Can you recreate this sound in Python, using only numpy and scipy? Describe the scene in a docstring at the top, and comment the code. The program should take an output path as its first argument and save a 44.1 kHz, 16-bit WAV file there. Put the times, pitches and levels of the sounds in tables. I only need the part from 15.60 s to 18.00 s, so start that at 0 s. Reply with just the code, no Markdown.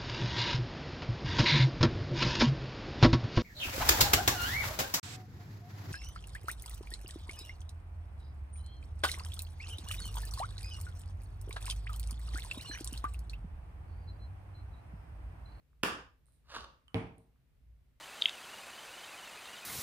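"""A plastic pill bottle is handled in a small tiled kitchen.
Its flip lid snaps shut and fingers tick on the plastic. As it swings upright, pills slide down the wall.
The rim grazes a table, the base lands and the table top rings with a hollow thud.
The fingers let go and the bottle settles. A low rumble with a hum and a faint hiss lie under it all."""
import sys
import numpy as np
from scipy import signal
from scipy.fft import rfft, irfft
from scipy.io import wavfile

SR = 44100
rng = np.random.default_rng(int(sys.argv[2]) if len(sys.argv) > 2 else 0)


def transcribe(u):
    """Save the signal u as a 16-bit wav file named by the first command-line argument.

    u: samples, shape (n,) or (channels, n), limited to [-1, 1]; the rate is SR.
    q: integer samples, one column per channel.
    """
    v = np.clip(np.atleast_2d(u).T, -1, 1)
    q = np.round(v * 32767).astype(np.int16)
    wavfile.write(sys.argv[1], SR, q)


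N = 105840

# Diffuse field of the kitchen. Each row: frequency in Hz, left-right correlation.
ROOM_CORRELATION = [(100, 0.89), (300, .88), (600, .6), (1200, 0), (2500, 0), (6000, 0), (14000, 0.059)]
BOTTLE_LOSS, BOTTLE_DAMPING_HZ, BOTTLE_CONTACT_HZ = .09, 70, 8500


def lid():
    """The lid catches, snaps home and rebounds; the main click reflects nearby and fills the room."""
    # Each row: time in seconds, strength in dB.
    snaps = [(0.232, -11), (0.2345, 1.5), (0.2366, -10)]
    # Lid and closed bottle. Each row: frequency in Hz, peak in dB.
    lid_modes = [(170, 11.5), (290, 14.5), (440, 10), (1160, 9), (1440, 10), (1700, 8), (2250, 3),
                 (2720, 9), (3600, -7.5), (4500, -11.5), (5400, -4.5), (6600, -7), (8500, -8), (10000, -6),
                 (12000, -12), (14600, -11)]
    # Each row: frequency in Hz, room send in dB.
    room_send = [(80, 4), (170, -2), (280, -3), (500, 3.5), (900, 8.5), (1500, 3.5), (2000, 7), (2700, -2),
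                 (4000, 6.5), (6000, 1.5), (10000, 0), (15000, 2.5)]
    echo_delay_s, echo_db = .0053, -11
    modes = plastic(lid_modes, loss=.13, damping_hz=90)
    catch, home, rebound = (soften(resonate(clicks([row]), modes), contact_hz=13000) for row in snaps)
    echo_click = clicks([(snaps[1][0] + echo_delay_s, 0)])
    echo = from_db(echo_db) * soften(resonate(echo_click, modes[3:]), contact_hz=5000)
    return place(home - catch + rebound, pan_db=-4, lag_s=.00006) + echo + kitchen(home, room_send)


def pills():
    """Pills tumble down the wall: a shower of small contacts, each its own colour, and a few hard hits."""
    # Each row: time in seconds, relative shower level in dB.
    flow = [(0.84, -37), (0.88, -23), (0.90, -7.5), (0.93, -2.5), (0.955, 6.5), (0.972, 4.5), (0.995, -5.5),
            (1.04, -11), (1.06, -28), (1.13, -57), (1.21, -46.5)]
    # Each row: time in seconds, wall knock in dB, pill click in dB.
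    hard_hits = [(0.9217, -11, -20), (0.9390, -7, -16), (0.9455, -8, -14), (0.9515, -13, -3),
                 (0.9622, -10, -3), (0.9651, 4, -6), (0.9850, -7, -15), (1.0075, -19, -8),
                 (1.0425, -10, -13), (1.0460, -12, -11)]
    # Fingers shift their grip on the same wall. Each row: time in seconds, strength in dB.
    grip_shifts = [(0.131, -34.5), (0.684, -35.5), (1.759, -38.5)]
    # Each row of both: frequency in Hz, peak in dB.
    wall_modes = [(220, -18.5), (540, -9), (900, -7), (1170, 0.5), (1600, -5.5)]
    pill_modes = [(2850, -9), (3760, -9.5), (4450, -10), (6100, -19), (9100, -21.5), (11500, -29.5)]
    # Each row: frequency in Hz, room send in dB.
    room_send = [(200, 3.5), (600, -0.5), (1200, -6.5), (3000, -5), (9000, -8)]
    contacts_per_s, shower_gain_db, contact_spread_db, mode_spread_db = 1200, -18.5, 1.5, 2.0
    t = np.arange(N) / SR
    wall = plastic(wall_modes, BOTTLE_LOSS, BOTTLE_DAMPING_HZ)
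    pill = plastic(pill_modes, BOTTLE_LOSS, BOTTLE_DAMPING_HZ)
    contacts = (rng.random(N) < contacts_per_s / SR) & (t > flow[0][0]) & (t < flow[-1][0])
    shower = contacts * from_db(in_time(flow) + shower_gain_db + contact_spread_db * rng.standard_normal(N))
    rattle = 0
    for mode in wall + pill:
        polarity = rng.choice([-1, 1], N)
        coupling = from_db(mode_spread_db * rng.standard_normal(N))
        rattle += resonate(shower * polarity * coupling, [mode])
    rattle += resonate(clicks([(s, db) for s, db, _ in hard_hits] + grip_shifts), wall)
    rattle += resonate(clicks([(s, db) for s, _, db in hard_hits]), pill)
    rattle = soften(rattle, BOTTLE_CONTACT_HZ)
    return place(rattle, pan_db=-2.5, lag_s=.00008) + kitchen(rattle, room_send)


def set_down():
    """The rim grazes the table, the base lands and the table top rings; let go, the bottle settles."""
    # Each row of all three: time in seconds, strength in dB.
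    graze = [(1.2812, -23.5)]
    landing = [(1.3441, -3.5), (1.3450, -25.5)]
    settling = [(1.578, -31)]
    # Each row of both: frequency in Hz, bandwidth in Hz, peak in dB.
    rim_modes = [(1200, 260, -6), (3010, 65, 10.5), (4600, 700, -18), (9100, 770, -9.5)]
    table_modes = [(55.6, 12, 19), (101.8, 12.6, 30), (115.4, 18, 19), (164, 7.7, 17), (180.7, 10, 24),
                   (217.2, 14, 22), (269.5, 6.1, 30.5), (303.2, 5, 23), (452, 6.9, 31), (538, 4.7, 1.5),
                   (626, 9.1, 17.5), (646, 5.3, 18.5), (770, 25, 13.5)]
    # Each row: frequency in Hz, peak in dB.
    base_modes = [(210, 10.5), (430, 10.5), (800, 3), (1180, -55), (1560, -14), (2320, 0), (3250, 0),
                  (5400, -31.5), (9300, -15), (13000, -23)]
    # Each row: frequency in Hz, room send in dB.
    room_send = [(80, 21.5), (200, 8.5), (500, -0.5), (1200, 14), (2300, 5), (3500, -7), (7000, 5),
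                 (14000, -4)]
    pan_db, lag_s, table_send_db, rim_send_db = -6.5, .00016, -28, -5.5
    blow = -clicks(landing) + soften(clicks(settling), contact_hz=860)
    rim = soften(resonate(clicks(graze), rim_modes), BOTTLE_CONTACT_HZ)
    base = soften(resonate(blow, plastic(base_modes, loss=.17, damping_hz=110)), contact_hz=6900)
    table = soften(resonate(blow, table_modes), contact_hz=1500)
    room = kitchen(base + from_db(table_send_db) * table + from_db(rim_send_db) * rim, room_send)
    return place(rim + base, pan_db, lag_s) + place(table, 0, lag_s) + room


def fingers():
    """Thin ticks as the fingers leave the plastic."""
    # Each row: time in seconds, strength in dB, share that arrives directly.
    ticks = [(0.658, -27, 0.34), (0.667, -24, 0.32), (0.722, -23, .2), (0.736, -31, 0.27),
             (1.471, -40.5, 0.85), (1.5821, -25.5, 0.77)]
    # Each row: frequency in Hz, peak in dB.
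    tick_modes = [(4000, -21), (8600, -8.5), (9800, -7), (12200, -18)]
    # Each row: frequency in Hz, room send in dB.
    room_send = [(1000, -4), (5000, 4.5), (9000, -4.5), (14000, 0)]
    contact_hz = 11400
    modes = plastic(tick_modes, BOTTLE_LOSS, BOTTLE_DAMPING_HZ)
    full_clicks = clicks([(s, db) for s, db, _ in ticks])
    direct_clicks = sum(share * clicks([(s, db)]) for s, db, share in ticks)
    full = soften(resonate(full_clicks, modes), contact_hz)
    direct = soften(resonate(direct_clicks, modes), contact_hz)
    return place(direct, pan_db=-13.5, lag_s=.00012) + kitchen(full, room_send)


def kitchen(x, room_send):
    """Diffuse reverberation that dies band by band; the late tail falls ever faster."""
    # Each row: frequency in Hz, T60 in seconds before the extra tail fall.
    decay_times = [(80, 0.96), (250, .46), (700, 0.71), (1500, 0.63), (3000, 0.549), (6000, 0.54),
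                   (12000, 0.27)]
    gap_s, build_s, tail_fall_s, pan_db = .003, .003, .23, -1.0
    size = SR
    t = np.maximum(np.arange(size) / SR - gap_s, 0)
    hz, noise = stereo_noise(ROOM_CORRELATION, size)
    edges_hz = np.geomspace(200, 17000, 41) - 160
    build_up = 1 - np.exp(-t / build_s)
    response = 0
    for low, high in zip(edges_hz, edges_hz[1:]):
        centre_hz = np.sqrt(low * high)
        decay = np.exp(-np.log(1000) * t / at_hz(decay_times, centre_hz))
        band = irfft(noise * ((hz >= low) & (hz < high)), size) * build_up * decay
        to_unit_gain = np.sqrt(4 * (high - low) / SR / np.sum(band ** 2))
        response += band * from_db(at_hz(room_send, centre_hz)) * to_unit_gain
    response *= np.exp(-(t / tail_fall_s) ** 2)
    return signal.fftconvolve(x[None], response, axes=1)[:, :N] * from_db([[pan_db / 2], [-pan_db / 2]])


def rumble():
    """Low noise and a hum that swell and sink together."""
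    # Each row: frequency in Hz, relative density in dB.
    spectrum = [(20, -8), (30, -9), (42, -4.5), (60, 5.5), (80, -2.5), (120, -14), (200, -28.5)]
    # Each row: time in seconds, gain in dB.
    swell = [(0, -8.5), (0.3, 6), (0.65, -3), (0.82, -3), (1.0, 12.5), (1.2, -6.5), (1.55, 0), (1.83, -9),
             (2.0, 5.5), (2.21, 3), (2.26, -6.5), (2.4, 0)]
    hum_hz = 57.7
    hum = from_db(-68.5) * np.sqrt(2) * np.sin(2 * np.pi * (hum_hz * np.arange(N) / SR + rng.random()))
    noise = from_db(-67) * steady_noise(spectrum, ROOM_CORRELATION)
    return from_db(in_time(swell)) * (noise + hum)


def hiss():
    """Faint, steady, wide noise."""
    # Each row: frequency in Hz, relative density in dB.
    spectrum = [(76, -22), (130, -3), (223, -18.5), (267, -13), (301, -20.5), (415, -22), (1000, -30.5),
                (2180, -30.5), (6560, -41.5), (15500, -39)]
    # Each row: frequency in Hz, left-right correlation.
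    correlation = [(130, 0.3), (500, 0.48), (1500, 0.14), (10000, 0.033)]
    return from_db(-75) * steady_noise(spectrum, correlation)


def plastic(modes, loss, damping_hz):
    """Plastic rings briefly: a mode's bandwidth is a constant plus a share of its frequency."""
    return [(hz, damping_hz + loss * hz, db) for hz, db in modes]


def resonate(x, modes):
    """Parallel resonators of alternating sign. Each mode: frequency in Hz, bandwidth in Hz, peak in dB."""
    out = 0
    for k, (hz, width_hz, db) in enumerate(modes):
        radius = np.exp(-np.pi * width_hz / SR)
        b = np.array([1, 0, -1]) * (1 - radius * radius) / 2
        a = [1, -2 * radius * np.cos(2 * np.pi * hz / SR), radius * radius]
        out += (-1) ** k * from_db(db) * signal.lfilter(b, a, x + 1e-18)
    return out


def soften(x, contact_hz):
    """Plastic gives way on contact, which takes off the top."""
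    return signal.sosfilt(signal.butter(2, contact_hz, fs=SR, output="sos"), x + 1e-18)


def clicks(rows):
    """Impulses. Each row: time in seconds, strength in dB."""
    out = np.zeros(N)
    for s, db in rows:
        out[int(round(s * SR))] += from_db(db)
    return out


def place(x, pan_db, lag_s):
    """Direct sound from the right: the left side lags; pan_db is left minus right."""
    n = np.arange(N)
    delayed = np.interp(n - round(lag_s * SR), n, x)
    return np.array([delayed * from_db(pan_db / 2), x * from_db(-pan_db / 2)])


def steady_noise(spectrum, correlation):
    """Stereo noise shaped by a spectrum and limited to its range; rms 1."""
    hz, noise = stereo_noise(correlation, N)
    in_range = (hz >= spectrum[0][0]) & (hz <= spectrum[-1][0])
    x = irfft(noise * from_db(at_hz(spectrum, hz)) * in_range, N)
    return x / x.std()


def stereo_noise(correlation, size):
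    """Bin frequencies and flat spectra of two partly correlated noises."""
    hz = np.arange(size // 2 + 1) * SR / size
    alike = np.clip(at_hz(correlation, hz), -1, 1)
    mid, side = rfft(rng.standard_normal((2, size)))
    return hz, np.sqrt((1 + alike) / 2) * mid + np.sqrt((1 - alike) / 2) * side * np.array([[1], [-1]])


def at_hz(rows, hz):
    """Interpolate along log frequency."""
    row_hz, values = np.transpose(rows)
    return np.interp(np.log(np.maximum(hz, 1)), np.log(row_hz), values)


def in_time(rows):
    """Interpolate at every sample."""
    return np.interp(np.arange(N) / SR, *np.transpose(rows))


def from_db(db):
    """Decibels to gain."""
    return 10 ** (np.asarray(db) / 20)


def scene():
    """All sources together."""
    return lid() + pills() + set_down() + fingers() + rumble() + hiss()


def record(dry):
    """Steep low-pass."""
    cutoff_hz = 15900
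    return signal.sosfilt(signal.ellip(10, .1, 70, cutoff_hz, fs=SR, output="sos"), dry)


dry = scene()
out = record(dry)
transcribe(out)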